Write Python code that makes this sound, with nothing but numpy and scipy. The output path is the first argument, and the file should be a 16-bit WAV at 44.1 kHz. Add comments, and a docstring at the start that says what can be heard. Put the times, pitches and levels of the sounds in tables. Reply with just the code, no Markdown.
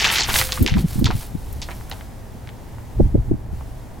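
"""Footsteps on river pebbles

A few steps cross loose pebbles in a quiet yard: the stones grind and clack underfoot, then settle,
each contact exciting a damped resonance. Clothing swishes and ticks close to the microphone, and
turbulent gusts rumble and thump on its ports. A dove coos once over a far hum and a faint hiss."""
import sys
import numpy as np
from scipy import signal
from scipy.fft import rfft, irfft
from scipy.io import wavfile
from scipy.ndimage import uniform_filter1d

SR = 44100
rng = np.random.default_rng(int(sys.argv[2]) if len(sys.argv) > 2 else 0)


def transcribe(u):
    """Save the signal u as a 16-bit wav file named by the first command-line argument.

    u: samples, shape (n,) or (channels, n), limited to [-1, 1]; the rate is SR.
    q: integer samples, one column per channel.
    """
    v = np.clip(np.atleast_2d(u).T, -1, 1)
    q = np.round(v * 32767).astype(np.int16)
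    wavfile.write(sys.argv[1], SR, q)


N = 176400
T = np.arange(N) / SR
OPPOSED = np.array([[1], [-1]])   # plus on the left, minus on the right


def from_db(db):
    """Amplitude ratio of a level in decibels."""
    return 10 ** (np.asarray(db) / 20)


def unit_rms(x):
    """Normalisation to unit mean power."""
    return x / np.sqrt(np.mean(x ** 2) + 1e-20)


def in_time(rows):
    """Linear interpolation of each column over time."""
    times, *columns = np.transpose(rows)
    return [np.interp(T, times, column) for column in columns]


def butter(x, hz, kind, order=2):
    """Causal Butterworth filter: a maximally flat passband."""
    return signal.sosfilt(signal.butter(order, np.clip(hz, 10, .45 * SR), kind, fs=SR, output="sos"), x)


def add(out, onset_s, sound):
    """Superposition of a short sound on a longer one."""
    i = max(int(onset_s * SR), 0)
    out[..., i:i + sound.shape[-1]] += sound[..., :N - i]


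def ring(clicks, hz, cycles):
    """A damped oscillator that decays by 60 dB in the given number of cycles."""
    r = from_db(-60 * hz / (cycles * SR))
    w = 2 * np.pi * hz / SR
    return signal.lfilter([1 - r, 0, r - 1], [1, -2 * r * np.cos(w), r * r], clicks + 1e-18)


def stereo(pair, correlation):
    """Sum and difference of two independent signals give partly correlated channels."""
    c = np.clip(correlation, -1, 1)
    return np.sqrt((1 + c) / 2) * pair[0] + np.sqrt((1 - c) / 2) * pair[1] * OPPOSED


def panned(db):
    """Channel gains for a level difference, left minus right."""
    return from_db(db / 2 * OPPOSED)


def noise(spectrum, correlation):
    """Spectral shaping of white noise, in stereo at unit rms."""
    hz, db = np.transpose(spectrum)
    bin_hz = np.arange(N // 2 + 1) * SR / N
    gain = from_db(np.interp(np.log(bin_hz + 1), np.log(hz), db))
    white = rng.standard_normal((2, N))
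    return unit_rms(stereo(irfft(rfft(white) * gain, N), correlation))


def evened(x, samples):
    """Division by the running rms removes slow swings of level."""
    return x / np.sqrt(uniform_filter1d(np.mean(x ** 2, axis=0), samples) + 1e-12)


# Spectrum of the background hum and hiss: f/Hz, relative spectral level/dB
YARD_SPECTRUM = [(100, -1.5), (122, 2), (150, -8.5), (200, -8), (330, -13.5), (550, -16.5), (830, -16),
                 (1300, -27.5), (1950, -29), (2500, -34.5), (4000, -38), (6000, -38.5), (16000, -42)]
# Level of the background hiss, ducked by the recorder's gain control after the wind thumps,
# then recovering: t/s, relative level/dB
HISS_GAIN = [(0, 1), (2, 3.5), (2.2, 2), (2.9, 2), (3.05, 2), (3.17, -2), (3.28, 0.5), (3.32, -4),
             (3.4, -2), (3.5, -3), (3.55, 2.5), (3.7, 2), (4, 0.5)]

def background(crossover_hz=1920, gain_db=-36.5):
    """Steady far hum, and hiss on a set gain curve: the recorder's gain control ducking after thumps."""
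    hiss_db, = in_time(HISS_GAIN)
    hum = butter(noise(YARD_SPECTRUM, correlation=.49), crossover_hz, "low")
    hum = butter(hum, 78, "high")
    hiss = butter(noise(YARD_SPECTRUM, correlation=.67), crossover_hz, "high")
    return from_db(gain_db) * (hum + from_db(hiss_db) * hiss)


# Envelope of the wind rumble: t/s, relative level/dB
RUMBLE_ENVELOPE = [(0, -31.5), (.2, -36.5), (.32, -24.5), (.55, -33.5), (.63, -24), (.69, -32),
                   (.73, -22.5), (.85, -31), (.9, -30.5), (1, -25), (1.16, -25), (1.22, -36), (1.57, -29),
                   (1.62, -34), (2.5, -41), (2.94, -37), (2.98, -19), (3.05, -12.5), (3.1, -26.5),
                   (3.2, -15.5), (3.24, -32), (3.32, -18.5), (3.38, -35), (3.54, -29.5), (4, -41)]
# Spectrum of the wind rumble: f/Hz, relative spectral level/dB
RUMBLE_SPECTRUM = [(20, -1.5), (45, 4), (75, -0.5), (120, -4), (180, -18.5), (300, -22), (500, -40.5),
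                   (1000, -78), (16000, -100)]

def wind_rumble(gain_db=1):
    """Turbulent pressure on the microphone ports is low-frequency noise that follows the breeze."""
    db, = in_time(RUMBLE_ENVELOPE)
    return from_db(gain_db + db) * evened(noise(RUMBLE_SPECTRUM, correlation=.86), samples=2000)


def grains(contacts_per_s=6000, spread_db=3.5, side_db=-19.5):
    """Random impacts excite pebbles of many sizes: their pitches, and a stereo stream for each."""
    pitches = np.geomspace(170, 9000, 30)
    streams = []
    for hz in pitches:
        hits = np.flatnonzero(rng.random(N) < contacts_per_s / len(pitches) / SR)
        strength = from_db(spread_db * np.minimum(rng.exponential(1, len(hits)), 3))
        strength *= rng.choice([-1, 1], len(hits))
        side = from_db(side_db) * rng.standard_normal(len(hits))
        clicks = np.zeros((2, N))
        clicks[:, hits] = strength * (1 + side * OPPOSED)
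        streams.append(unit_rms(ring(clicks, hz, cycles=16.3)))
    return pitches, np.array(streams)


# Hollow resonances of the bed of stones: f/Hz, relative level/dB
BED_MODES = [(180, -10), (380, -11.5), (830, -7), (1950, -18)]
CRUNCH_TOP_HZ = 7560

def crunch(pitches, streams, centre_hz, octaves, top_hz):
    """Many contacts merge into a band of noise over the resonances of the bed, at unit rms."""
    def band(hz, width):
        """Gaussian weighting in log frequency."""
        return np.exp(-.5 * (np.log2(pitches[:, None] / hz) / width) ** 2)
    weight = band(centre_hz, octaves) + sum(from_db(db) * band(hz, .11) for hz, db in BED_MODES)
    contacts = (streams * weight[:, None]).sum(0)
    return evened(butter(contacts, top_hz, "low", order=5), samples=700)


# Grinding under the first step: t/s, relative level/dB, centre f/Hz
GRIND_CONTOUR = [(0.0, -16, 3540), (0.036, -20, 2950), (0.044, -17.5, 2980), (0.12, -19.5, 2680),
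                 (0.178, -17.5, 3300), (0.21, -16.5, 4300), (0.244, -21, 4050), (0.274, -30.5, 2500),
                 (0.298, -18.5, 2350), (0.326, -26.5, 2940), (0.36, -28, 3110), (0.378, -50, 3370),
                 (0.388, -15.5, 3720), (0.428, -29, 2460), (0.468, -46, 3440), (0.51, -36, 2680)]

def grinding(pitches, streams, gain_db=-3.5, release_s=.16):
    """Friction: pebbles pressed by the foot slip against each other in dense small contacts."""
    db, hz = in_time(GRIND_CONTOUR)
    release = np.exp(-np.maximum(T - GRIND_CONTOUR[-1][0], 0) / release_s)
    return from_db(gain_db + db) * release * crunch(pitches, streams, hz, .95, CRUNCH_TOP_HZ)


# Strokes of cloth: peak t/s, rise t/s, fall t/s, level/dB
CLOTH_STROKES = [(.01, 0.022, 0.07, -35), (0.123, 0.011, 0.043, -26.5), (.3, 0.029, 0.009, -32),
                 (.37, 0.029, 0.036, -18.5), (.46, 0.03, 0.019, -31.5), (.55, 0.045, 0.042, -33.5),
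                 (.63, 0.013, 0.06, -41), (.8, 0.022, 0.024, -39), (0.898, 0.022, 0.041, -39),
                 (.965, 0.02, 0.051, -42.5), (1.203, 0.055, 0.044, -39.5), (1.5, 0.2, 0.15, -51.5),
                 (1.74, 0.064, 0.11, -49), (1.95, 0.037, 0.085, -51)]
# Spectrum of rubbing fabric: f/Hz, relative spectral level/dB
CLOTH_SPECTRUM = [(200, -16), (800, 6), (2000, 2.5), (4000, 5.5), (7000, 3.5), (10000, 5.5), (14000, 3.5),
                  (16000, 0.5)]

def cloth_swishes(roughness_db=2.5):
    """Friction of fabric makes bright noise, roughened by random amplitude modulation."""
    envelope = sum(from_db(db) * np.exp(-.5 * ((T - peak_s) / np.where(T < peak_s, rise, fall)) ** 2)
                   for peak_s, rise, fall, db in CLOTH_STROKES)
    flutter = unit_rms(butter(rng.standard_normal(N), 300, "low"))
    return envelope * from_db(roughness_db * flutter) * noise(CLOTH_SPECTRUM, correlation=.98)


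# Stone striking stone: t/s, peak level/dB, f/Hz, relative rattle level/dB, rattle T60/s
STONE_IMPACTS = [(0.0225, -6, 4100, -21, 0.045), (0.0442, 0, 2580, -13, 0.02),
                 (0.0498, -5, 2720, -15.5, .11), (0.0916, -9, 2870, -42, .03),
                 (0.1018, -7.5, 2440, -26, .03), (.1390, -14, 2110, -33, 0.018),
                 (0.159, -3.5, 3040, -18, 0.025), (.1840, -14, 3520, -16, 0.031),
                 (0.2026, -14, 5200, -32, .05), (.2090, -3.5, 4600, -32, .05),
                 (0.235, -14, 5600, -30, 0.037), (0.2889, -11, 920, -32, 0.074),
                 (.2990, -18, 2400, -32, .05), (0.3417, -5, 3700, -20, 0.027),
                 (.3580, -8, 2540, -6.5, 0.021), (0.4138, -6, 2130, -19.5, 0.052),
                 (.4900, -22, 1840, -26, 0.033), (0.5218, -2, 4170, -18, 0.027),
                 (0.5277, -9.5, 3470, -23, 0.027), (0.5747, -19, 1110, -18, 0.029),
                 (.6634, -3, 2860, -15.5, 0.029), (.6767, -4, 3000, -18.5, 0.065),
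                 (0.685, -17, 3000, -29, 0.36), (0.7402, -13.5, 1960, -37, 0.072),
                 (0.767, -31, 880, -27, 0.086), (0.781, -35, 3240, -33, 0.09),
                 (0.991, -29.5, 970, -39, 0.046), (1.0438, -6.5, 4080, -27, 0.089),
                 (1.0570, -6, 3300, -24, 0.053), (1.0605, -7, 3720, -26, 0.18),
                 (1.0660, -21, 970, -18, 0.058), (1.105, -13, 920, -20.5, 0.072),
                 (1.111, -16.5, 2620, -36, 0.21), (1.2230, -31, 810, -37, .05),
                 (1.6173, -21, 4640, -28.5, 0.046), (1.6211, -28, 4100, -28, 0.12),
                 (1.6879, -21, 940, -28.5, 0.11), (1.7086, -25, 2200, -33.5, 0.13),
                 (1.8110, -28, 1000, -54.5, 0.11), (1.897, -35, 1000, -43, 0.071),
                 (1.914, -30.5, 3150, -27, 0.076), (1.916, -27, 910, -36, 0.19),
                 (2.0100, -30.5, 1630, -36, 0.032), (2.474, -28, 2100, -44, 0.06),
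                 (2.4907, -26, 1950, -37, 0.038), (2.7840, -31, 940, -54, .03),
                 (3.609, -41, 830, -29, 0.028)]

def clacks(pitches, streams, cycles=6.5, overtone_ratio=1.57, pan_spread_db=3.5, rattle_gain_db=-2.5):
    """An impact excites two heavily damped modes and sets the neighbouring stones rattling."""
    out, t = np.zeros((2, N)), T[:SR // 5]
    impulse = 1. * (t == 0)
    for onset_s, db, hz, rattle_db, t60 in STONE_IMPACTS:
        overtone = from_db(-13) * ring(impulse, hz * overtone_ratio, cycles * 1.2)
        knock = ring(impulse, hz, cycles) + overtone
        knock = butter(knock, min(7100, hz * 2.8), "low", order=3)   # finite contact time limits treble
        knock = butter(knock, hz / 4, "high")
        knock *= from_db(db) / np.abs(knock).max()
        pan = panned(pan_spread_db * rng.standard_normal())
        i = int(onset_s * SR)
        neighbours = streams[..., i:i + len(t)]
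        rattle = crunch(pitches, neighbours, hz, octaves=.59, top_hz=min(CRUNCH_TOP_HZ, hz * 3.18))
        decay = from_db(rattle_gain_db + rattle_db - 60 * t / t60)
        add(out, onset_s, pan * knock + decay * rattle)
    return out


# Reflections from ground and fence: delay t/s, relative level/dB
REFLECTIONS = [(.009, -9), (.021, -31.5), (0.039, -27)]

def yard_echoes(direct):
    """Early reflections are delayed, duller copies whose paths differ a little on each side."""
    out, dull = direct.copy(), butter(direct, 4200, "low")
    for delay_s, db in REFLECTIONS:
        for side in (0, 1):
            add(out[side], delay_s * rng.uniform(.97, 1.05), from_db(db) * dull[side])
    return out


# Contour of the coo: t/s, f/Hz, level/dB
COO_CONTOUR = [(.3, 503, -51), (.4, 517, -31.5), (.48, 520, -40), (.56, 513, -40), (.66, 513, -43.5),
               (.85, 505, -47.5)]

def dove():
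    """One distant coo: a pure tone, slowly modulated in frequency and amplitude."""
    hz, db = in_time(COO_CONTOUR)
    sounding = (T > COO_CONTOUR[0][0]) & (T < COO_CONTOUR[-1][0])
    return sounding * from_db(db) * np.sin(2 * np.pi * np.cumsum(hz) / SR)


# Ticks of the clothing: t/s, relative level/dB
TICK_EVENTS = [(0.6025, -24), (0.6259, -9.5), (0.9923, -19.5), (1.0425, -20), (1.1945, -27), (1.267, -29),
               (1.527, -23), (1.8973, -22.5)]

def cloth_ticks(hz=12500, t60=.038, gain_db=-11.5):
    """Sharp transients of fabric: bursts of high band noise with exponential decay."""
    out, t = np.zeros((2, N)), T[:SR // 20]
    for onset_s, db in TICK_EVENTS:
        burst = unit_rms(butter(rng.standard_normal(len(t)), [hz / 1.07, hz * 1.23], "band", order=1))
        add(out, onset_s, from_db(gain_db + db - 60 * t / t60) * burst)
    return out


# Eddies at the ports: peak t/s, half-width t/s, level/dB, f/Hz, left-right correlation
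EDDIES = [(0.619, 0.012, -10, 180, 0.43), (.648, 0.013, -20, 314, -0.0086), (0.725, 0.0069, -12, 130, 0.23),
          (0.766, .014, -13, 182, 0), (0.794, 0.022, -18, 151, 1), (0.851, 0.0061, -10.5, 160, 0.98),
          (.962, 0.0043, -18, 160, 0), (0.99, 0.0083, -15, 165, 0.31), (1.022, 0.0068, -12, 228, 0.23),
          (1.056, 0.01, -12, 150, 0.46), (1.097, 0.0087, -18, 204, 0), (1.152, 0.01, -16.5, 123, 0.39),
          (1.354, 0.0046, -17.5, 178, 0.22), (2.355, 0.0037, -30.5, 224, 1), (3.004, 0.0039, -6, 340, 0),
          (3.019, 0.0079, -13, 154, 0), (3.056, 0.011, -23.5, 129, 1), (3.154, 0.0049, -7.5, 256, 0),
          (3.178, 0.0041, -22.5, 295, 0.048), (3.208, 0.0026, -33, 110, 0), (3.317, .003, -8.5, 263, 0),
          (3.345, 0.0072, -19.5, 173, 0.21), (3.533, 0.0032, -21, 139, 0)]

def wind_buffets(skirt_db=-22):
    """An eddy striking the ports is a brief pressure fluctuation, heard as a low thump."""
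    out, t = np.zeros((2, N)), T[:SR // 4]
    middle = t.mean()
    for peak_s, half_width, db, hz, correlation in EDDIES:
        swell = np.exp(-.5 * ((t - middle) / half_width) ** 2)
        air = butter(rng.standard_normal((2, len(t))), hz * .43, "high")
        body = butter(air, hz * 1.254, "low", order=5)
        skirt = from_db(skirt_db) * butter(air, 2 * hz, "low", order=7)
        puff = np.array([unit_rms(channel * swell) for channel in body + skirt])
        puff *= np.sqrt(np.mean(swell ** 2))
        add(out, peak_s - middle, from_db(db) * stereo(puff, correlation))
    return out


def scene():
    """Linear superposition of yard, wind, stones, clothing and dove."""
    pitches, streams = grains()
    stones = yard_echoes(grinding(pitches, streams) + clacks(pitches, streams))
    clothing = (cloth_swishes() + cloth_ticks()) * panned(-.5)
    wind = wind_rumble() + wind_buffets()
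    return stones + clothing + wind + dove() + background()


def record(dry, cutoff_hz=16000):
    """Soft saturation rounds peaks near full scale; a steep low-pass limits the bandwidth."""
    rounded = dry / (1 + dry ** 6) ** (1 / 6)
    return signal.sosfilt(signal.ellip(12, .1, 80, cutoff_hz, fs=SR, output="sos"), rounded)


dry = scene()
out = record(dry)
transcribe(out)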